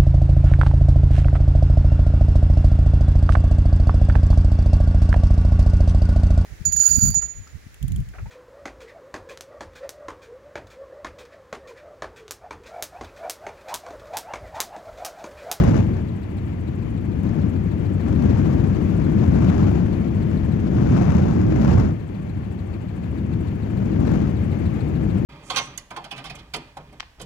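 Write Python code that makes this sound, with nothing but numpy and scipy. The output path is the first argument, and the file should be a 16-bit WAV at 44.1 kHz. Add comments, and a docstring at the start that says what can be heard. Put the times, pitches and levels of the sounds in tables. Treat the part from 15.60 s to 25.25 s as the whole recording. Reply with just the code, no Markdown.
"""Inside a two-bladed helicopter in flight, a phone held at the open side of the cabin.
From the start the slipstream buffets both microphone ports and rushes over the left one; under it
turbine and gearbox roar and each blade swishes past. The first gust dies down, and in the first two
seconds a few tiny ticks sound close on the right. The wind returns in gusts, spitting over the left
port, drops away suddenly at 6.3 s and builds again to a last gust at 8.5 s."""
import sys
import numpy as np
from scipy import signal
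from scipy.fft import rfft, irfft, next_fast_len
from scipy.io import wavfile
from scipy.ndimage import uniform_filter1d, minimum_filter1d

SR = 44100
rng = np.random.default_rng(int(sys.argv[2]) if len(sys.argv) > 2 else 0)


def transcribe(signal):
    """Save signal, clipped to [-1, 1], as a 16-bit WAV file at the path in sys.argv[1]."""
    frames = np.atleast_2d(signal).T
    limited = np.clip(frames, -1, 1)
    pcm = np.round(limited * 32767).astype(np.int16)
    wavfile.write(sys.argv[1], SR, pcm)


N = 425565
TIME = np.arange(N) / SR
TURN_HZ = 6.763  # rotor turns a second

# spectra of air rushing and hissing over a port: f/Hz, relative level/dB
RUSH_SPECTRUM = [(200, -16.5), (400, 2.5), (650, 0.5), (1000, -5.5), (1600, -10.5), (2400, -17.5),
                 (3500, -25), (5000, -37), (9000, -54.5)]
HISS_SPECTRUM = [(1500, -9.5), (3000, -10.5), (4500, 2.5), (6600, 3), (7200, -1), (8000, -12), (12000, -14),
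                 (15500, -20)]


def undb(db):
    """Decibels to gain."""
    return 10 ** (np.asarray(db) / 20)


def unit(x):
    """Scale to rms 1."""
    return x / np.sqrt(np.mean(x ** 2))


def curve(points):
    """Straight lines in time through (t/s, value) points."""
    return np.interp(TIME, *np.transpose(points))


def delayed(x, lag_s):
    """The same sound arriving lag_s later."""
    return np.interp(TIME - lag_s, TIME, x)


def noise(gain):
    """Noise of rms 1 whose spectrum is the function gain(Hz)."""
    size = next_fast_len(N, True)
    hz = np.maximum(np.arange(size // 2 + 1) * SR / size, 1)
    return unit(irfft(rfft(rng.standard_normal(size)) * gain(hz), size)[:N])


def coloured(spectrum):
    """Noise of rms 1 shaped by (f/Hz, level/dB) points, falling away beyond their ends."""
    f, db = np.transpose(spectrum)

    def gain(hz):
        skirts = np.minimum(hz / f[0], 1) ** 2 * np.minimum(f[-1] / hz, 1) ** 2
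        return undb(np.interp(np.log(hz), np.log(f), db)) * skirts
    return noise(gain)


def resonance(centre_hz, width_hz):
    """Noise ringing in one steep-sided resonance."""
    return noise(lambda hz: 1 / (1 + .5 * ((hz - centre_hz ** 2 / hz) / width_hz) ** 2))


def walk(rate):
    """Smooth random motion of spread 1, up to about rate changes a second."""
    return noise(lambda hz: np.exp(-(hz / rate) ** 2))


def steady(x, span_s=0.12, amount=0.18):
    """Ease the slow swells of a noise, as in a sustained flow."""
    power = uniform_filter1d(x ** 2, int(span_s * SR))
    return unit(x / (power + 1e-6) ** (amount / 2))


def saturate(db, ceiling_db, knee_db=3.5):
    """A level that bends softly into a ceiling."""
    return db - knee_db * np.logaddexp(0, (db - ceiling_db) / knee_db)


def eddies(spectrum, wind_db, shared):
    """Eddies cross the left port, then the right; part of the turbulence is each port's own."""
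    lag_s = np.interp(wind_db, [2, 6], [0.00056, 0.00077])  # longer as gusts run along the phone
    common = steady(coloured(spectrum))
    crossing = np.array([common, delayed(common, lag_s)])
    own = np.array([coloured(spectrum), coloured(spectrum)])
    return np.sqrt(shared) * crossing + np.sqrt(1 - shared) * own


def buffeting(wind_db, throb=0.021):
    """Eddies pound the ports, throbbing with each blade; in gusts the windward left port saturates."""
    # spectra of the large and the small eddies: f/Hz, relative level/dB
    deep_spectrum = [(20, -29), (32, -20.5), (50, -6), (70, 0.5), (100, 2.5), (135, -5.5), (190, -31),
                     (400, -45.5)]
    flutter_spectrum = [(90, -10), (145, 0.5), (200, 0.5), (240, -3), (275, -6.5), (320, -5), (400, -15),
                        (550, -24), (750, -32.5), (1100, -55), (2500, -75.5)]
    # the wind swings between the ports: t/s, level towards the left/dB
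    bearing = [(0, 0), (0.8, -3.5), (1.4, 1.5), (2.7, 2.7), (4.9, 0.5), (5.4, -0.8), (6.2, -3), (8.2, 0.5),
               (9.65, 1.5)]
    deep_db = [saturate(-21 + 0.89 * wind_db, ceiling_db=-18.5), -26.5 + 1.17 * wind_db]
    flutter_db = [saturate(-19 + 1.4 * wind_db, ceiling_db=-14.5), -25.5 + 0.97 * wind_db]
    large = eddies(deep_spectrum, wind_db, shared=0.92) * undb(deep_db)
    small = eddies(flutter_spectrum, wind_db, shared=0.87) * undb(flutter_db)
    bearing_db = curve(bearing)
    balance = undb([bearing_db / 2, -bearing_db / 2])
    blade_pulse = 1 + throb * np.cos(2 * np.pi * 2 * TURN_HZ * TIME)
    return (large + small) * balance * blade_pulse


def grazing(wind_db, lee_rush_db=-15, lee_hiss_db=-24, flicker_db=2.0, sputter_db=2.5, crackle_db=4):
    """Air tears unevenly over the rim of the left port; the right port lies in the lee."""
    flow_db = wind_db + .5 * walk(12)
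    turbulence = unit(walk(240) + 0.55 * walk(60))
    crackle = np.tanh(np.maximum(turbulence - 2, 0))  # only the strongest surges crackle
    rush = eddies(RUSH_SPECTRUM, wind_db, shared=0.41) * undb([[0], [lee_rush_db]])
    hiss = np.array([coloured(HISS_SPECTRUM), undb(lee_hiss_db) * coloured(HISS_SPECTRUM)])
    rush_db = -39 + 1.416 * flow_db + flicker_db * turbulence
    hiss_db = -61.5 + 1.54 * flow_db + sputter_db * turbulence + crackle_db * crackle
    return rush * undb(rush_db) + hiss * undb(hiss_db)


def cabin(left_db=-37, right_db=-42, waver_db=1.0):
    """The broad roar of turbine and gearbox, ringing in the airframe, over the drone of the cabin air."""
    # spectrum of the roar at each port: f/Hz, relative level left/dB, right/dB
    roar_spectra = [(276, 0.5, 0.5), (566, -7.5, -12.5), (940, -12, -29.5), (1340, -17.5, -33),
                    (2170, -17.5, -27.5), (3130, -25, -39.5), (4270, -37, -40.5), (5200, -38.5, -50.5),
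                    (7060, -37, -46), (7850, -47, -49.5), (8700, -48.5, -42), (10500, -46, -47),
                    (12300, -50.5, -44.5), (15500, -46, -49)]
    # airframe resonances: f/Hz, width/Hz, level left/dB, right/dB
    airframe_modes = [(1150, 77, -62, -75.5), (1714, 110, -60.5, -81.5), (2430, 84, -66, -78),
                      (4460, 380, -68, -83.5)]
    # cabin air resonances driven by engine and rotors: f/Hz, width/Hz, level/dB
    air_modes = [(97, 28, -34), (189, 25, -38)]
    hz, left, right = np.transpose(roar_spectra)
    roar = np.array([undb(left_db) * coloured(np.c_[hz, left]),
                     undb(right_db) * coloured(np.c_[hz, right])])
    rings = sum(undb([[l_db], [r_db]]) * resonance(f, width) for f, width, l_db, r_db in airframe_modes)
    drone = sum(undb(db) * resonance(f, width) for f, width, db in air_modes)
    drone_at_ports = np.array([drone, 1.14 * delayed(drone, lag_s=0.00059)])
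    return (roar + rings) * undb(waver_db * walk(32)) + drone_at_ports


def rotor(scatter_db=1.2):
    """The two blades swish in turn, each with its own whistle that falls as the blade sweeps past."""
    # bands of the swishes: blade, length/turns, f/Hz, width/Hz, fall/(octaves per turn),
    # level left/dB, right/dB
    swishes = [("first", .058, 3980, 950, 2, -54.5, -63.5), ("first", .045, 2450, 410, 1.5, -52.5, -63.5),
               ("first", .055, 7700, 1700, 0.77, -63, -75), ("second", .055, 7700, 2000, 1.1, -62, -74),
               ("first", .07, 8900, 1100, .3, -81, -73.5), ("second", .065, 8900, 1100, .3, -73.5, -69.5),
               ("first", .08, 13000, 4500, 0, -87.5, -73.5), ("second", .08, 13000, 4500, 0, -80.5, -72)]
    # where each blade passes the cabin: blade, phase/turns
    passing_phase = {"first": .316, "second": .83}
    out = np.zeros((2, N))
    strength = undb(scatter_db * walk(10))
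    for blade, length, hz, width, fall, left_db, right_db in swishes:
        turns_past = (TURN_HZ * TIME - passing_phase[blade] + .5) % 1 - .5
        whistle = np.cos(2 * np.pi * hz * np.cumsum(2 ** (-fall * turns_past)) / SR)
        swell = np.exp(-.5 * (turns_past / length) ** 2) * strength
        for channel, db in enumerate((left_db, right_db)):
            out[channel] += undb(db) * swell * unit(walk(width * .7) * whistle)
    return out


def ticks(decay_s=.0006, left_db=-18, low_hz=3500):
    """Dry, bright ticks close to the right port."""
    # each tick on the right: t/s, peak level/dB
    tick_peaks = [(0.0394, -27), (0.62, -42), (0.7715, -37), (0.8824, -43), (1.4122, -43), (1.5854, -54.5),
                  (1.6343, -35)]
    out = np.zeros(N)
    age = np.arange(SR // 100) / SR
    high_pass = signal.butter(1, low_hz, "high", fs=SR)
    for s, db in tick_peaks:
        tick = signal.lfilter(*high_pass, rng.standard_normal(len(age)) * np.exp(-age / decay_s))
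        start = int(s * SR)
        out[start:start + len(age)] += undb(db) * tick / np.abs(tick).max()
    return np.array([undb(left_db) * out, out])


def spurts(gain_db=1, length_s=0.00078, hiss_db=-15, lee_db=-16):
    """Single hard spurts of air spit across the left port."""
    # each spurt: t/s, relative level/dB
    hits = [(0.204, -30), (2.624, -27), (2.936, -32), (5.342, -31), (5.622, -27.5), (5.71, -27),
            (5.815, -31), (8.208, -43), (8.517, -26), (8.539, -28)]
    bursts = sum(undb(db + gain_db) * np.exp(-.5 * ((TIME - s) / length_s - 1) ** 2) for s, db in hits)
    air = coloured(RUSH_SPECTRUM) + undb(hiss_db) * coloured(HISS_SPECTRUM)
    return bursts * air * undb([[0], [lee_db]])


def scene():
    """Wind right on the microphone, with the machine behind it."""
    # slipstream at the phone: t/s, level over its usual strength/dB
    slipstream = [(0, 12), (0.17, 7.5), (0.26, 1.5), (0.62, -8), (1.1, -5.5), (1.56, -3.5), (1.79, 0.7),
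                  (2.05, -2.5), (2.41, -1), (2.68, 6), (3.2, 1.5), (3.55, 3.5), (3.87, 7), (4.16, 6),
                  (4.3, 0.2), (4.97, 0.5), (5.36, 8.5), (5.88, 5.5), (6.12, 9.5), (6.3, 3.5), (6.36, -7.5),
                  (7.32, -8), (7.74, -2.5), (8.0, -5), (8.55, 6.5), (8.76, -2.5), (9.65, 0.5)]
    # how openly cabin noise and rotor reach the phone: t/s, gain/dB
    exposure = [(0, 0.5), (1.4, -2), (2.2, 0), (3, 2.5), (4.1, 1), (4.6, 1.5), (6.1, -3), (6.5, -1.5),
                (7.4, -1.5), (8.2, 0.5), (9, 3), (9.65, 1)]
    wind_db = curve(slipstream)
    wind = buffeting(wind_db) + grazing(wind_db) + spurts()
    machine = (cabin() + rotor()) * undb(curve(exposure))
    return wind + machine + ticks()


def record(dry, ceiling=1.0, hold_s=0.014, top_hz=15700):
    """The phone's limiter ducks any buffet above its ceiling; the top treble is cut."""
    hold = int(hold_s * SR)
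    allowed = np.minimum(1, ceiling / (np.abs(dry).max(axis=0) + 1e-9))
    gain = uniform_filter1d(minimum_filter1d(allowed, hold), hold)
    low_pass = signal.ellip(10, .1, 50, top_hz, fs=SR, output="sos")
    return signal.sosfiltfilt(low_pass, dry * gain)


dry = scene()
out = record(dry)
transcribe(out)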